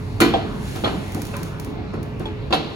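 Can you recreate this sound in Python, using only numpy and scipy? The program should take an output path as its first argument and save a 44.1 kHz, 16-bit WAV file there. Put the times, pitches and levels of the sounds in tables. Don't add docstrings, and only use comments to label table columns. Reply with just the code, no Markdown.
import sys
import numpy as np
from scipy import signal
from scipy.fft import rfft, irfft, next_fast_len
from scipy.io import wavfile

SR = 44100
rng = np.random.default_rng(int(sys.argv[2]) if len(sys.argv) > 2 else 0)


def transcribe(signal):
    frames = np.atleast_2d(signal).T
    limited = np.clip(frames, -1, 1)
    pcm = np.round(limited * 32767).astype(np.int16)
    wavfile.write(sys.argv[1], SR, pcm)


N = 121275
TAIL = int(.8 * SR)
BANDS_HZ = 25 * 2 ** (np.arange(29) / 3)


def from_db(db):
    return 10 ** (np.asarray(db) / 20)


def unit_rms(x):
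    return x / np.sqrt(np.mean(x ** 2) + 1e-20)


def at_hz(points, hz):
    points_hz, values = np.transpose(points)
    return np.interp(np.log(hz), np.log(points_hz), values)


def decay(t60_s):
    return from_db(-60 * np.arange(TAIL) / SR / t60_s)


def drift(rate_hz):
    knots = rng.standard_normal(400)
    return np.interp(np.arange(N) / SR * rate_hz, np.arange(len(knots)), knots)


def add(out, time_s, sound):
    i = int(time_s * SR)
    out[:, i:i + sound.shape[-1]] += sound[..., :N - i]


def noise_bands(size):
    # (frequency [Hz], correlation [0..1])
    likeness = [(60, 0.79), (170, 1), (350, 0.35), (700, 0.18), (1500, 0.72), (3000, 0.45), (5000, 0.08),
                (7000, 1), (8000, 1)]
    white, bands = rng.standard_normal((2, 2, size + 4096)), []
    for k, hz in enumerate(BANDS_HZ):
        sos = signal.butter(2, [hz / 2 ** (1 / 6), hz * 2 ** (1 / 6)], "band", fs=SR, output="sos")
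        mid, side = signal.sosfilt(sos, white[k % 2])[:, -size:]
        alike = at_hz(likeness, hz)
        bands.append(unit_rms(np.sqrt(1 + alike) * mid + np.sqrt(1 - alike) * side * [[1], [-1]]))
    return bands


def turntable_knocks():
    # (time [s], place struck, thud [dB], boom [dB], knock [dB], clack [dB], ping [dB],
    # crack [dB], cavity and glass gain [dB], rise [s])
    knocks = [(0.2026, "rim", -28.5, -18.5, -31, -18, -19, -21.5, -2, 0.0006),
              (0.207, "floor", -21.5, -16, -23.5, -31, -30, -28, 11, 0.0022),
              (0.2157, "rim", -27.5, -19, -29, -20.5, -22.5, -29.5, 7.5, 0.00015),
              (0.2402, "floor", -27.5, -9, -32, -22, -21, -53, -2, 0.0067),
              (0.3377, "floor", -23.5, -22.5, -12.5, -30, -28, -57, 2, 0.00017),
              (0.753, "floor", -42, -28, -34, -32.5, -34, -39, 3.5, 0.0031),
              (0.837, "floor", -24, -25.5, -19, -33, -32, -64, -0.5, 0.001),
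              (0.843, "rim", -32, -37, -32, -38, -26, -49, 4.5, 0.0018),
              (0.857, "floor", -27, -20.5, -24.5, -23, -34, -65, -2, 0.00074),
              (0.8734, "floor", -33, -22, -25, -26.5, -30.5, -67, -12, 0.00038),
              (0.925, "floor", -42, -26, -28, -39.5, -52, -70, -4, 0.00073),
              (1.148, "floor", -23, -30.5, -49, -35, -70, -77, 7, 0.0017),
              (1.168, "floor", -43, -34.5, -26.5, -58, -59, -74, -5, 0.0018),
              (1.337, "rim", -26.5, -43, -49, -28.5, -39.5, -66, 0, 0.0031),
              (1.934, "rim", -23, -27.5, -36.5, -34, -47, -54, -0.5, 0.003),
              (1.973, "floor", -32, -29, -33, -44, -64, -78, -10, 0.0025),
              (2.197, "floor", -34, -23, -33.5, -33.5, -42, -55, 1, 0.0068),
              (2.255, "floor", -41, -27.5, -33, -44, -38.5, -56.5, -7, 0.00037),
              (2.506, "floor", -29, -22, -29, -34, -36.5, -55, 0.5, 0.00042),
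              (2.5253, "hub", -21.5, -19.5, -13, -26.5, -15.5, -50, -0.5, 0.0003),
              (2.532, "floor", -33, -23.5, -18, -23.5, -28, -40, -2, 0.00068),
              (2.5372, "floor", -40, -53, -21, -41, -37, -39, -27, 0.00045)]
    zones_hz = [170, 340, 720, 1200, 4000, 10000]
    out, t = np.zeros((2, N)), np.arange(TAIL) / SR
    noise = np.array(noise_bands(2 * TAIL))
    offsets = rng.integers(0, TAIL, len(knocks))
    for (time_s, place, *levels_db, ring_db, rise_s), offset in zip(knocks, offsets):
        force = list(zip(zones_hz, levels_db))
        panels = steel_panels(force, noise[..., offset:offset + TAIL])
        ring = cavity_boom(force, t) + glass_ring(force, place, t)
        attack = 1 - np.exp(-t / rise_s)
        add(out, time_s, (panels + from_db(ring_db) * ring) * attack)
    return out


def steel_panels(force, noise):
    # (frequency [Hz], level per third octave [dB])
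    response = [(90, -35), (160, -12), (300, -7.5), (550, -7.5), (800, -6.5), (1200, -6), (1800, -11),
                (2500, -12.5), (3200, -9.5), (4100, -11.5), (5200, -14), (7000, -10), (11000, -5.5),
                (15500, -13)]
    # (frequency [Hz], T60 [s])
    panel_t60 = [(150, 0.057), (700, 0.16), (2500, 0.29), (6000, 0.2), (14000, 0.11)]
    # (frequency [Hz], level [dB])
    room_share = [(150, 3), (700, -12.5), (3000, -6.5), (7000, -9.5), (14000, -11)]
    snap = from_db(-4) * decay(t60_s=0.056)
    out = np.zeros((2, TAIL))
    for hz, band in zip(BANDS_HZ, noise):
        if hz > response[0][0]:
            direct = snap + decay(at_hz(panel_t60, hz))
            reverb = from_db(at_hz(room_share, hz)) * room_tail(hz)
            out += band * from_db(at_hz(force, hz) + at_hz(response, hz)) * np.hypot(direct, reverb)
    return out


def cavity_boom(force, t):
    # (frequency [Hz], level [dB], T60 [s])
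    modes = [(220, -6.5, 0.23), (295, -5, 0.38), (340.5, -6.5, 0.38), (460.6, -12, 0.4),
             (647.5, -13.5, 0.26), (689, -14.5, 0.43), (754, -4, 0.24), (785, -15.5, 0.49)]
    return sum((-1) ** k * from_db(db + at_hz(force, hz)) * np.sin(2 * np.pi * hz * t) * decay(t60_s)
               for k, (hz, db, t60_s) in enumerate(modes))


def glass_ring(force, place, t):
    # (frequency [Hz], level [dB], place that excites it most)
    modes = [(1003, -7, "rim"), (1076, -12, "rim"), (1234, -13, "rim"), (1405, -2, "hub"),
             (1477, -10, "rim"), (1868, -9, "rim"), (1975, -12, "rim"), (2048, -10, "rim"),
             (2266, -11, "hub"), (2306, -12, "rim"), (2417, -9, "rim"), (2645, -7, "hub"),
             (3038, -8, "rim"), (3229, -7, "hub"), (3500, -9, "hub"), (3682, -13, "rim"),
             (3850, -11, "hub"), (4061, -14, "rim"), (4134, -9, "hub"), (4180, -12, "rim"),
             (4330, -14, "rim"), (4578, -11, "hub")]
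    off_place_db = -17.5
    ring = np.zeros(TAIL)
    for k, (hz, db, best_place) in enumerate(modes):
        level_db = db + at_hz(force, hz) + off_place_db * (best_place != place)
        ring += (-1) ** k * from_db(level_db) * np.sin(2 * np.pi * hz * t)
    return ring * (decay(t60_s=0.12) + from_db(-11) * decay(t60_s=0.7))


def clinks():
    # (time [s], note [Hz], note level [dB], bright partial [Hz], bright level [dB])
    hits = [(0.338, 669.5, -15.5, 3310, -19.5), (0.843, 1235, -26.5, 3330, -17),
            (1.337, 565, -31.5, 2620, -35), (1.359, 1022, -31, 1543, -33), (2.256, 869, -31, 3350, -28)]
    beat_hz = 100
    out, t = np.zeros((2, N)), np.arange(TAIL) / SR
    for time_s, note_hz, note_db, bright_hz, bright_db in hits:
        note = from_db(note_db) * np.sin(2 * np.pi * note_hz * t) * decay(t60_s=0.22)
        pair = np.sin(2 * np.pi * bright_hz * t) - .5 * np.sin(2 * np.pi * (bright_hz + beat_hz) * t)
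        add(out, time_s, note + from_db(bright_db) * pair * decay(t60_s=0.091))
    return out


def glass_rub():
    start_s, length_s = 0.76, 1.4
    centre_hz, width_hz, level_db = 2420, 140, -59
    resonance = signal.iirpeak(centre_hz, centre_hz / width_hz, fs=SR)
    rub = unit_rms(signal.lfilter(*resonance, rng.standard_normal(N)))
    stroke = np.clip((np.arange(N) / SR - start_s) / length_s, 0, 1)
    return from_db(level_db) * rub * np.sqrt(np.abs(np.sin(np.pi * stroke)))


def wrap_ticks():
    # (time [s], level [dB])
    ticks = [(1.1201, -35.5), (1.1467, -28.5), (1.2181, -27), (1.252, -32.5), (1.2677, -34), (1.3666, -30),
             (1.4312, -29), (1.5979, -30), (1.6466, -35), (2.0295, -37.5), (2.196, -41)]
    # (frequency [Hz], level per third octave [dB])
    colour = [(800, -13), (2500, -12.5), (5000, -9.5), (7500, -7), (11000, -5), (15500, -8)]
    out, tick = np.zeros((2, N)), np.zeros((2, TAIL))
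    for hz, band in zip(BANDS_HZ, noise_bands(TAIL)):
        if hz > colour[0][0]:
            envelope = np.hypot(decay(t60_s=0.022), from_db(-18) * room_tail(hz))
            tick += band * from_db(at_hz(colour, hz)) * envelope
    for time_s, db in ticks:
        add(out, time_s, from_db(db) * tick)
    return out


def wrap_rustle():
    # (time [s], relative level [dB])
    strength = [(0, -56.5), (.45, -57.5), (0.601, -51.5), (0.682, -43.5), (0.801, -46), (.95, -49.5),
                (1.099, -48.5), (1.269, -47.5), (1.36, -49.5), (1.479, -50.5), (1.56, -60.5), (1.66, -55),
                (1.8, -73), (2.15, -67), (2.219, -61), (2.351, -70), (2.75, -60)]
    # (frequency [Hz], level per third octave [dB])
    colour = [(600, -28), (1500, -5.5), (3000, 1.5), (4200, 1.5), (5500, -2.5), (7500, 2), (11000, -0.5),
              (15500, -8)]
    crinkles_per_s, crinkle_db, crinkle_s = 87, -20.5, 0.00033
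    hiss = sum(band * from_db(at_hz(colour, hz))
               for hz, band in zip(BANDS_HZ, noise_bands(N)) if hz > colour[0][0])
    impulses = (rng.random(N) < crinkles_per_s / SR) * rng.exponential(1, N)
    crinkles = signal.lfilter([1], [1, -np.exp(-1 / (crinkle_s * SR))], impulses + 1e-18)
    level_db = np.interp(np.arange(N) / SR, *np.transpose(strength)) - 6
    return from_db(level_db) * hiss * (1 + from_db(crinkle_db) * crinkles)


def room_tail(hz):
    # (frequency [Hz], T60 [s])
    room_t60 = [(150, 0.8), (700, 0.8), (4000, 0.89), (8000, 0.3), (14000, 0.4)]
    build_s = 0.0026
    return (1 - np.exp(-np.arange(TAIL) / SR / build_s)) * decay(at_hz(room_t60, hz))


def room_noise():
    # (frequency [Hz], level per third octave [dB])
    floor = [(25, -103), (40, -44.5), (62, -41.5), (80, -40.5), (105, -39.5), (150, -38.5), (220, -40.5),
             (320, -43.5), (500, -46), (800, -47.5), (1300, -50.5), (2500, -53.5), (4000, -59.5),
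             (6300, -69), (9000, -133), (15500, -75)]
    # (frequency [Hz], rms level [dB])
    hum = [(65, -44), (99, -38.5), (137, -43), (425, -44)]
    # (time [s], gain [dB])
    rumble = [(0, 1), (.4, 1), (.85, 1.5), (1.3, -1), (2.1, 0), (2.4, 0.5), (2.6, -0.5), (2.75, -6.5)]
    rumble_top_hz, waver_db = 230, 3
    t = np.arange(N) / SR
    parts = [(hz, band * from_db(at_hz(floor, hz) + waver_db * drift(rate_hz=7.785)))
             for hz, band in zip(BANDS_HZ, noise_bands(N))]
    for hz, db in hum:
        amplitude = from_db(db) * np.sqrt(2) * (1 + 0.45 * drift(rate_hz=7))
        parts.append((hz, amplitude * np.sin(2 * np.pi * hz * t + drift(rate_hz=7))))
    swell = from_db(np.interp(t, *np.transpose(rumble)))
    return sum(part * (swell if hz < rumble_top_hz else 1) for hz, part in parts)


def scene():
    return turntable_knocks() + clinks() + glass_rub() + wrap_ticks() + wrap_rustle() + room_noise()


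def record(dry):
    # (frequency [Hz], left lead [rad])
    port_phase = [(0, 0), (300, 0.1), (450, 0), (750, 1.08), (1150, -1), (1850, -2.06), (2300, -1.5),
                  (2900, 2.04), (3400, 3), (4100, 6.5), (6400, 7), (8250, 2.5), (8750, 3.0), (10400, 0.57),
                  (11400, 1.6), (13000, -3.5), (13800, -3.3), (15300, -6.5)]
    # (frequency [Hz], left minus right [dB])
    balance = [(30, -6), (70, -1), (150, -2.5), (300, -1), (1000, 0)]
    cutoff_hz = 16000
    size = next_fast_len(N + 4096)
    hz, sides = np.arange(size // 2 + 1) * SR / size, np.array([[1], [-1]])
    rotation = np.exp(.5j * sides * np.interp(hz, *np.transpose(port_phase)))
    gain = from_db(.5 * sides * at_hz(balance, hz + 1))
    heard = irfft(rfft(dry, size) * rotation * gain, size)[:, :N]
    lowpass = signal.ellip(10, .1, 80, cutoff_hz, fs=SR, output="sos")
    return signal.sosfilt(lowpass, np.clip(heard, -1, 1))


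dry = scene()
out = record(dry)
transcribe(out)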